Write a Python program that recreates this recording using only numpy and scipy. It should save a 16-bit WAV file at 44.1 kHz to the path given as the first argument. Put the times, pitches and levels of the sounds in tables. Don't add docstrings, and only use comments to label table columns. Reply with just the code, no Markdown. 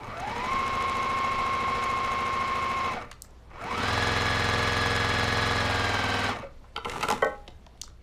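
import sys
import numpy as np
from scipy import signal
from scipy.io import wavfile
from scipy.ndimage import uniform_filter1d

SR = 44100
rng = np.random.default_rng(int(sys.argv[2]) if len(sys.argv) > 2 else 0)


def master(y):
    cut = np.clip(np.atleast_2d(y).T, -1, 1)
    pcm = np.round(cut * 32767)
    wavfile.write(sys.argv[1], SR, pcm.astype(np.int16))


N = 353682

# pitch_hz, relative_db
AIR_COLOR = [(12, -30), (20, 12), (50, -8), (81, 1.5), (110, -5), (335, -15), (419, -14.5), (674, -18.5),
             (1350, -25), (4020, -32), (7860, -40.5), (15800, -50.5)]
# time_s, level_db
AIR_LEVEL = [(0, -44), (3.3, -51), (6.6, -50), (7.6, -50.5), (8.02, -53.5)]
# pitch_hz, level_db
HUM_TONES = [(59.5, -54), (121, -69.5)]

# time_s, turns_per_s
RUN_SPEEDS = [
    [(0.0, 5.182), (0.333, 11.856), (0.529, 13.776), (2.89, 13.727), (2.91, 13.0), (2.935, 13.6),
     (2.955, 9.8), (2.98, 9.4), (3.03, 7.0), (3.06, 3.2), (3.11, 2.2)],
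    [(3.463, 0), (3.841, 19.934), (3.963, 21.534), (5.581, 21.505), (5.7, 20.766), (5.844, 20.695),
     (6.033, 19.942), (6.28, 19.945), (6.3, 18.0), (6.315, 17.0), (6.325, 14.0), (6.337, 13.6),
     (6.352, 9.5), (6.37, 8.5), (6.5, 1.2)],
]
START_ANGLES = [0.005, .589]
FULL_SPEED = 21.5
# angle_turns, thud_db, knock_db, tick_db
CONTACTS = [(0.1, -27.5, -37, -61), (.19, -26.5, -15, -41.5), (0.251, -32, -20, -34.5),
            (.42, -25, -19.5, -33.5), (.48, -20.5, -27.5, -37.5), (.63, -81, -20, -43),
            (0.75, -36.5, -26, -45), (0.902, -46, -33.5, -50)]
# pitch_hz, width_hz, gain_db
FRAME_NOTES = [(110.4, 15.4, -7), (200, 37.6, -7.5), (252, 63.4, -2.5), (287.4, 50, -10.5)]
# pitch_hz, width_hz, gain_db
SHELL_NOTES = [(407, 80, -20.5), (476.8, 11.8, -29), (594, 48, -22.5), (723, 53.5, -19.5), (887, 170, -8.5),
               (954, 108, -10.5), (1178, 141, -11.5), (1350, 116, -14), (1527, 187, -16), (1825, 44, -24.5),
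               (2054, 216, -15), (2266, 29.5, -23), (2558, 165, -19.5), (2964, 118, -21.5),
               (3385, 90, -25.5), (3936, 196, -18.5), (4990, 150, -25.5), (5200, 204, -23)]
# pitch_hz, width_hz, gain_db
NEEDLE_NOTES = [(6440, 290, -10), (8930, 510, -15), (10500, 730, -15.5), (15000, 3000, -13)]
# pitch_hz, relative_db
HISS_COLOR = [(410, -35), (700, -14), (1100, -7.5), (1700, -0.5), (2600, -4), (4200, -9.5), (6000, -17),
              (9000, -28), (15800, -69)]
# pitch_hz, level_db
BELT_LEVELS = [(300, -43), (600, -38.5), (760, -27.5), (950, -30.5), (1073, -26), (1250, -27.5),
               (1550, -36), (1680, -36), (2150, -31), (2800, -42), (3360, -38)]
BELT_PULL = [(1, 0.053, 0.33, 0.14), (2, .18, .1, 0.33), (3, 0.083, .1, 0.21), (6, 0.16, 0.045, 0.092)]
# pitch_hz, level_db
TABLE_SHAKE = [(14, -59), (21.5, -62), (28, -66), (43, -43.5), (62, -59), (84, -35), (107, -41), (125, -83),
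               (150, -55.5)]
# start_s, level_db
STEEL_SNAPS = [(0.2018, -36), (0.4434, -45), (0.5327, -34), (0.6784, -34), (0.8225, -37), (0.896, -30),
               (0.969, -32), (1.1876, -34), (1.5339, -42), (1.6054, -44), (1.6931, -42), (1.8387, -33),
               (1.9135, -37), (2.4784, -39), (3.7803, -35), (4.291, -35), (4.963, -27)]

# start_s, level_db, pitch_hz, width_share (of the pitch), fade_s
HAND_TICKS = [(3.1135, -33.5, 4970, 0.94, .003), (3.115, -32.5, 1600, 0.91, .006),
              (3.128, -38, 2000, 1.6, .003), (3.2207, -24.5, 7000, 0.8, 0.00078),
              (3.2207, -29, 13000, .6, .001), (3.227, -42, 7000, 1.25, .0011),
              (3.239, -48, 7000, 1.25, .001), (3.246, -47, 1200, 0.87, .0057), (3.251, -56, 6600, .3, .002),
              (3.307, -54, 6500, .4, .002), (3.557, -41, 850, .5, .006), (6.43, -32, 513, .3, .006),
              (6.445, -33.5, 510, 0.25, 0.0049), (6.64, -46, 870, 0.87, .015),
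              (7.478, -31.5, 2700, 0.84, 0.0054), (7.48, -33, 440, 1.6, 0.012),
              (7.665, -44, 780, .4, 0.0058), (7.665, -42, 2470, 1.4, .002), (7.753, -51, 790, .3, .006),
              (7.776, -49, 2000, 2.4, .0006), (7.8148, -20, 4940, 0.97, 0.00076),
              (7.8148, -32, 12000, .7, .0008), (7.8172, -21, 5000, 0.56, 0.00099),
              (7.82, -49, 4500, 1.25, .008), (7.8343, -33, 5130, 0.21, .0015),
              (7.835, -41.5, 1060, 0.42, 0.0018), (7.878, -40.5, 1420, 0.53, .002),
              (7.878, -47, 4500, 1.4, .001), (7.9, -51, 2000, 1.25, .0013)]
# start_s, level_db, pitch_hz, crack_db, scrape_s
LEVER_HITS = [(6.753, -39, 890, -22, .006), (6.762, -19.5, 2700, -11, 0.0032),
              (6.764, -29.5, 1000, -18, .003), (6.776, -23, 1200, -8, 0.0063),
              (6.847, -24.5, 2700, -7, .003), (6.853, -20.5, 1340, -8, 0.0044),
              (6.868, -26.5, 460, -25, .006), (6.897, -27, 2600, 5, 0.0056), (6.917, -29, 2500, -2, .003),
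              (6.935, -27, 1350, -11, .006), (6.955, -25, 900, -25, 0.0089), (7.01, -27, 2200, 2, 0.0067),
              (7.028, -18, 3000, 1, 0.005), (7.032, -15.5, 1090, -4, 0.012), (7.086, -16, 800, 1.5, 0.0043),
              (7.102, -14, 990, -1, 0.0051), (7.113, -22, 900, 6, .004), (7.124, -17.5, 520, -2, 0.0042)]
# pitch_hz, gain_db, ring_s (time to fade by 60 dB)
HOUSING_NOTES = [(115, -2, .1), (200, -6, 0.079), (262, -4.5, 0.063), (390, -34, .5), (453, 2.5, 0.078),
                 (642, -4, 0.039), (740, -5, 0.054), (833, 1.5, .06), (1034, 1, 0.025), (1186, -3, 0.04),
                 (1362, 2, 0.039), (1500, -12, 0.078), (2056, -4.5, 0.026), (2196, -8, 0.036),
                 (2700, 0.5, 0.016), (3100, 0, 0.013), (3830, -3, 0.012), (4630, -4, 0.013)]
# start_s, level_db, pitch_hz, crack_db, scrape_s
LEVER_DROPS = [(7.2225, -10, 1090, -17, 0.0029), (7.229, -14.5, 500, -23, 0.0034),
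               (7.246, -20.5, 556, -5, 0.0068), (7.262, -26, 560, -22, 0.0053)]
# pitch_hz, gain_db, ring_s
ARM_NOTES = [(290, -9, 0.065), (399, -18.5, 0.64), (440, -0.5, 0.094), (527, 2, .13), (612, 1, 0.09),
             (780, -4.5, 0.086), (820, -17, 0.47), (933, -11.5, 0.076), (1096, -8, 0.087),
             (1300, -13.5, 0.13), (1530, -8, 0.13), (1862, -11, 0.2), (1960, 0.5, 0.034), (2380, -14, .05),
             (3090, -11.5, 0.065)]


def from_db(db):
    return 10 ** (np.asarray(db) / 20)


def unit_level(x):
    return x / np.sqrt(np.mean(x ** 2) + 1e-20)


def filtered(x, kind, hz, order=2):
    return signal.sosfilt(signal.butter(order, hz, kind, fs=SR, output="sos"), x)


def over_time(points, outside=None):
    times, values = np.transpose(points)
    return np.interp(np.arange(N) / SR, times, values, outside, outside)


def gain_at(points, hz):
    pitches, levels_db = np.transpose(points)
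    return from_db(np.interp(np.log(hz), np.log(pitches), levels_db))


def fade_in_out(from_s, to_s, rise_db_per_s, fall_db_per_s):
    t = np.arange(N) / SR
    return from_db(-rise_db_per_s * np.maximum(from_s - t, 0) - fall_db_per_s * np.maximum(t - to_s, 0))


def drift(rate_hz):
    step, warm_up = 40, 2000
    keep = np.exp(-2 * np.pi * rate_hz * step / SR)
    noise = rng.standard_normal(N // step + warm_up + 2)
    slow = signal.lfilter([1], [1, -2 * keep, keep * keep], noise)[warm_up:]
    return np.interp(np.arange(N) / step, np.arange(len(slow)), unit_level(slow))


def ring(clicks, hz, width_hz):
    keep = np.exp(-np.pi * width_hz / SR)
    angle = 2 * np.pi * min(hz, .45 * SR) / SR
    return signal.lfilter([0, np.sin(angle)], [1, -2 * keep * np.cos(angle), keep * keep], clicks + 1e-18)


def ring_part(clicks, notes):
    return sum((-1) ** k * from_db(db) * ring(clicks, hz, width)
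               for k, (hz, width, db) in enumerate(notes))


def colored_noise(color, flicker_db):
    edges_hz = 18 * 2 ** np.arange(0, 9.9, 1 / 3)
    white = rng.standard_normal((2, N))
    out = np.zeros(N)
    for k, (low, high) in enumerate(zip(edges_hz, edges_hz[1:])):
        gain = gain_at(color, np.sqrt(low * high)) * from_db(flicker_db * drift(23))
        out += gain * filtered(white[k % 2], "band", [low, high])
    return unit_level(out)


def burst(fade_s):
    t = np.arange(3000) / SR
    return rng.standard_normal(len(t)) * np.exp(-t / fade_s)


def air_and_hum():
    t = np.arange(N) / SR
    waver_db = 2.2 * drift(3)
    hum = sum(np.sqrt(2) * from_db(db + waver_db) * np.sin(2 * np.pi * hz * t) for hz, db in HUM_TONES)
    return from_db(over_time(AIR_LEVEL)) * colored_noise(AIR_COLOR, flicker_db=2.0) + hum


def shaft():
    speed, turns = np.zeros(N), np.zeros(N)
    for points, start_angle in zip(RUN_SPEEDS, START_ANGLES):
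        run = over_time(points, outside=0)
        start = round(points[0][0] * SR)
        speed += run
        turns[start:] = start_angle + np.cumsum(run)[start:] / SR
    return speed, turns


def passes(speed, turns, angle):
    return np.flatnonzero((np.diff(np.floor(turns - angle)) == 1) & (speed[1:] > 0))


def belt(speed, turns, teeth_per_turn=78, flutter_hz=42):
    pace = speed / FULL_SPEED
    jolts = np.zeros(N)
    jolts[passes(speed, turns, angle=0.28)] = 1
    flutter = unit_level(ring(jolts, flutter_hz, width_hz=5))
    speed_slope = np.gradient(speed) * SR
    changing = uniform_filter1d(np.abs(speed_slope), size=1500)
    speeding_up = uniform_filter1d(np.maximum(speed_slope, 0), size=1500)

    phase = 2 * np.pi * teeth_per_turn * turns + 0.31 * flutter + .2 * pace * drift(40)
    phase += np.minimum(0.046 * changing, .6) * drift(90)
    phase += 0.068 * speeding_up * np.sin(2 * np.pi * turns)
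    throb = 1 + .12 * flutter
    for cycles, level_share, bend, angle in BELT_PULL:
        pull_phase = 2 * np.pi * cycles * (turns - angle)
        phase += bend * np.sin(pull_phase)
        throb += level_share * np.cos(pull_phase)
    waver_db = 0.72 * drift(11) + 3.0 * pace ** 2 * drift(97) - 0.0554 * changing

    hz = np.maximum(teeth_per_turn * speed, 1)
    stitch_pulse = 1 + 0.2 * np.cos(2 * np.pi * (turns - 0.13))
    tones = gain_at(BELT_LEVELS, hz) * np.sin(phase)
    tones += from_db(-6) * gain_at(BELT_LEVELS, 2 * hz) * stitch_pulse * np.sin(2 * phase)
    tones += from_db(-14) * gain_at(BELT_LEVELS, 3 * hz) * np.sin(3 * phase)
    return np.sqrt(2) * throb * from_db(waver_db) * pace ** 0.98 * tones


def motor(speed, turns, cycles_per_turn=194, level_db=-46):
    phase = 2 * np.pi * cycles_per_turn * turns + 0.58 * drift(52) + 1.6 * np.sin(2 * np.pi * turns)
    level = from_db(level_db + 3.2 * drift(82)) * (speed / FULL_SPEED) ** 1.7
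    return np.sqrt(2) * level * np.sin(phase)


def table_shake(speed, turns, peak_angle=0.2538):
    hz = np.maximum(speed, .1)
    tones = sum(gain_at(TABLE_SHAKE, k * hz) * np.cos(2 * np.pi * k * (turns - peak_angle))
                for k in range(1, 9))
    return np.sqrt(2) * tones * (speed / FULL_SPEED) ** 3.43


def sliding_hiss(speed, turns, level_db=-35, swell_db=9.5, swell_angle=0.23):
    pace = speed / FULL_SPEED
    hiss = colored_noise(HISS_COLOR, flicker_db=0.84)
    dulling = (pace ** 0.29 - 1) * filtered(hiss, "high", 2500, order=1)
    swell = from_db(swell_db * np.cos(2 * np.pi * (turns - swell_angle))) - 1
    return from_db(level_db) * pace ** 1.99 * (hiss + dulling + swell * filtered(hiss, "high", 6500))


def gear_chatter(speed, turns, bumps_per_turn=240, alike=.86, gain_db=-30):
    pace = speed / FULL_SPEED
    bump = np.floor(turns * bumps_per_turn).astype(int)
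    at = passes(speed, bump, angle=0)
    repeating = rng.standard_normal(bumps_per_turn)[bump[at] % bumps_per_turn]
    clicks = np.zeros(N)
    clicks[at] = alike * repeating + np.sqrt(1 - alike ** 2) * rng.standard_normal(len(at))
    low = ring_part(clicks, [note for note in SHELL_NOTES if note[0] < 2800])
    high = ring_part(clicks, [note for note in SHELL_NOTES if note[0] >= 2800])
    return from_db(gain_db) * pace ** 0.74 * (low + pace ** 1.07 * high)


def stitch_knocks(speed, turns, uneven_db=(1.2, 2.1, 3.2), jingle_s=0.0018):
    hits = np.zeros((3, N))
    for angle, *levels_db in CONTACTS:
        at = passes(speed, turns, angle)
        chance_db = rng.standard_normal((len(at), 3)) * uneven_db
        hits[:, at] += from_db(levels_db + chance_db).T
    pace = speed / FULL_SPEED
    thud, knock, tick = hits * [pace, pace ** 1.1, pace]
    jingle = signal.lfilter([1], [1, -np.exp(-1 / (jingle_s * SR))], tick)
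    tick += from_db(-12) * rng.standard_normal(N) * jingle
    return ring_part(thud, FRAME_NOTES) + ring_part(knock, SHELL_NOTES) + ring_part(tick, NEEDLE_NOTES)


def feed_knock(speed, turns, pitch_hz=820, width_hz=110, uneven_db=3.7):
    clicks = np.zeros(N)
    clicks[passes(speed, turns, angle=0.17)] = from_db(-19)
    clicks *= from_db(uneven_db * rng.standard_normal(N)) * (speed / FULL_SPEED) ** 2
    soft_push = ring(clicks, pitch_hz, 2.37 * width_hz) * 4 * np.pi * width_hz / SR
    return ring(soft_push, pitch_hz, width_hz)


def steel_snaps(low_hz=3700, high_hz=8900, fade_s=.0025):
    hz = np.sqrt(low_hz * high_hz)
    return ticks([(start_s, db, hz, (high_hz - low_hz) / hz, fade_s) for start_s, db in STEEL_SNAPS])


def ticks(rows):
    out = np.zeros(N)
    for start_s, level_db, hz, width_share, fade_s in rows:
        high_hz = hz * (width_share / 2 + np.hypot(1, width_share / 2))
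        tick = filtered(burst(fade_s), "band", [hz ** 2 / high_hz, min(high_hz, .45 * SR)])
        start = round(start_s * SR)
        out[start:start + len(tick)] += from_db(level_db) * tick / np.abs(tick).max()
    return out


def cloth_rustle(level_db=-64.5):
    rustle = unit_level(filtered(rng.standard_normal(N), "band", [420, 1150]))
    return from_db(level_db) * fade_in_out(3.3, 3.6, rise_db_per_s=200, fall_db_per_s=200) * rustle


def lever_hits(rows, notes, spread_octaves, touch=2.7, crack_s=0.0044):
    out = np.zeros(N)
    for start_s, level_db, pitch_hz, crack_db, scrape_s in rows:
        push = np.pad(np.r_[touch, burst(scrape_s)], (0, 15000))
        nearby = [(hz, np.log(1000) / np.pi / ring_s,
                   db - 6 * (np.log2(hz / pitch_hz) / spread_octaves) ** 2) for hz, db, ring_s in notes]
        ringing = ring_part(push, nearby)
        fade = np.exp(-np.arange(len(push)) / (crack_s * SR))
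        crack = filtered(push * fade, "band", [700, 3500], order=1)
        hit = ringing / np.abs(ringing).max() + from_db(crack_db) * crack / np.abs(crack).max()
        start = round(start_s * SR)
        out[start:start + len(hit)] += from_db(level_db) * hit
    return out


def loose_rattle(taps_per_s=1500, gain_db=-37.5):
    taps = (rng.random(N) < taps_per_s / SR) * from_db(3 * np.minimum(rng.exponential(1, N), 5))
    taps *= rng.choice([-1, 1], N)
    short_notes = [(hz, 23.0 / min(ring_s, .08), db) for hz, db, ring_s in HOUSING_NOTES]
    rattle = unit_level(ring_part(taps, short_notes))
    rattle += from_db(-6) * unit_level(filtered(taps, "band", [700, 3500], order=1))
    return from_db(gain_db) * fade_in_out(6.9, 7.14, rise_db_per_s=300, fall_db_per_s=104) * rattle


def lever():
    clatter = lever_hits(LEVER_HITS, HOUSING_NOTES, spread_octaves=0.96)
    drop = lever_hits(LEVER_DROPS, ARM_NOTES, spread_octaves=1.6)
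    return filtered(clatter + drop + loose_rattle(), "band", [90, 11000])


def room_echo(sound, ring_s=0.35, wall_cut_hz=5600):
    smear = rng.standard_normal(700) * np.exp(-np.arange(700) / 200)
    scattered = signal.oaconvolve(sound, smear / np.linalg.norm(smear))[:N]
    dull = np.exp(-2 * np.pi * wall_cut_hz / SR)
    out = np.zeros(N)
    for k, delay in enumerate((rng.uniform(.012, .04, 8) * SR).astype(int)):
        path, state = scattered.copy(), [0.]
        gain = from_db(-60 * delay / SR / ring_s)
        for i in range(delay, N, delay):
            bounce, state = signal.lfilter([gain * (1 - dull)], [1, -dull], path[i - delay:i], zi=state)
            path[i:i + delay] += bounce[:N - i]
        out += (path - scattered) * (-1) ** k
    return out


def scene():
    speed, turns = shaft()
    machine = stitch_knocks(speed, turns) + feed_knock(speed, turns) + gear_chatter(speed, turns)
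    machine += sliding_hiss(speed, turns) + steel_snaps()
    machine = filtered(machine, "high", 110)
    noises = machine + lever() + cloth_rustle() + ticks(HAND_TICKS)
    echo = from_db(-15.5) * room_echo(noises)
    tones = belt(speed, turns) + motor(speed, turns) + table_shake(speed, turns)
    return (noises + echo + tones + air_and_hum())[None]


def record(dry):
    return signal.sosfilt(signal.cheby2(12, 70, 16600, fs=SR, output="sos"), dry)


dry = scene()
out = record(dry)
master(out)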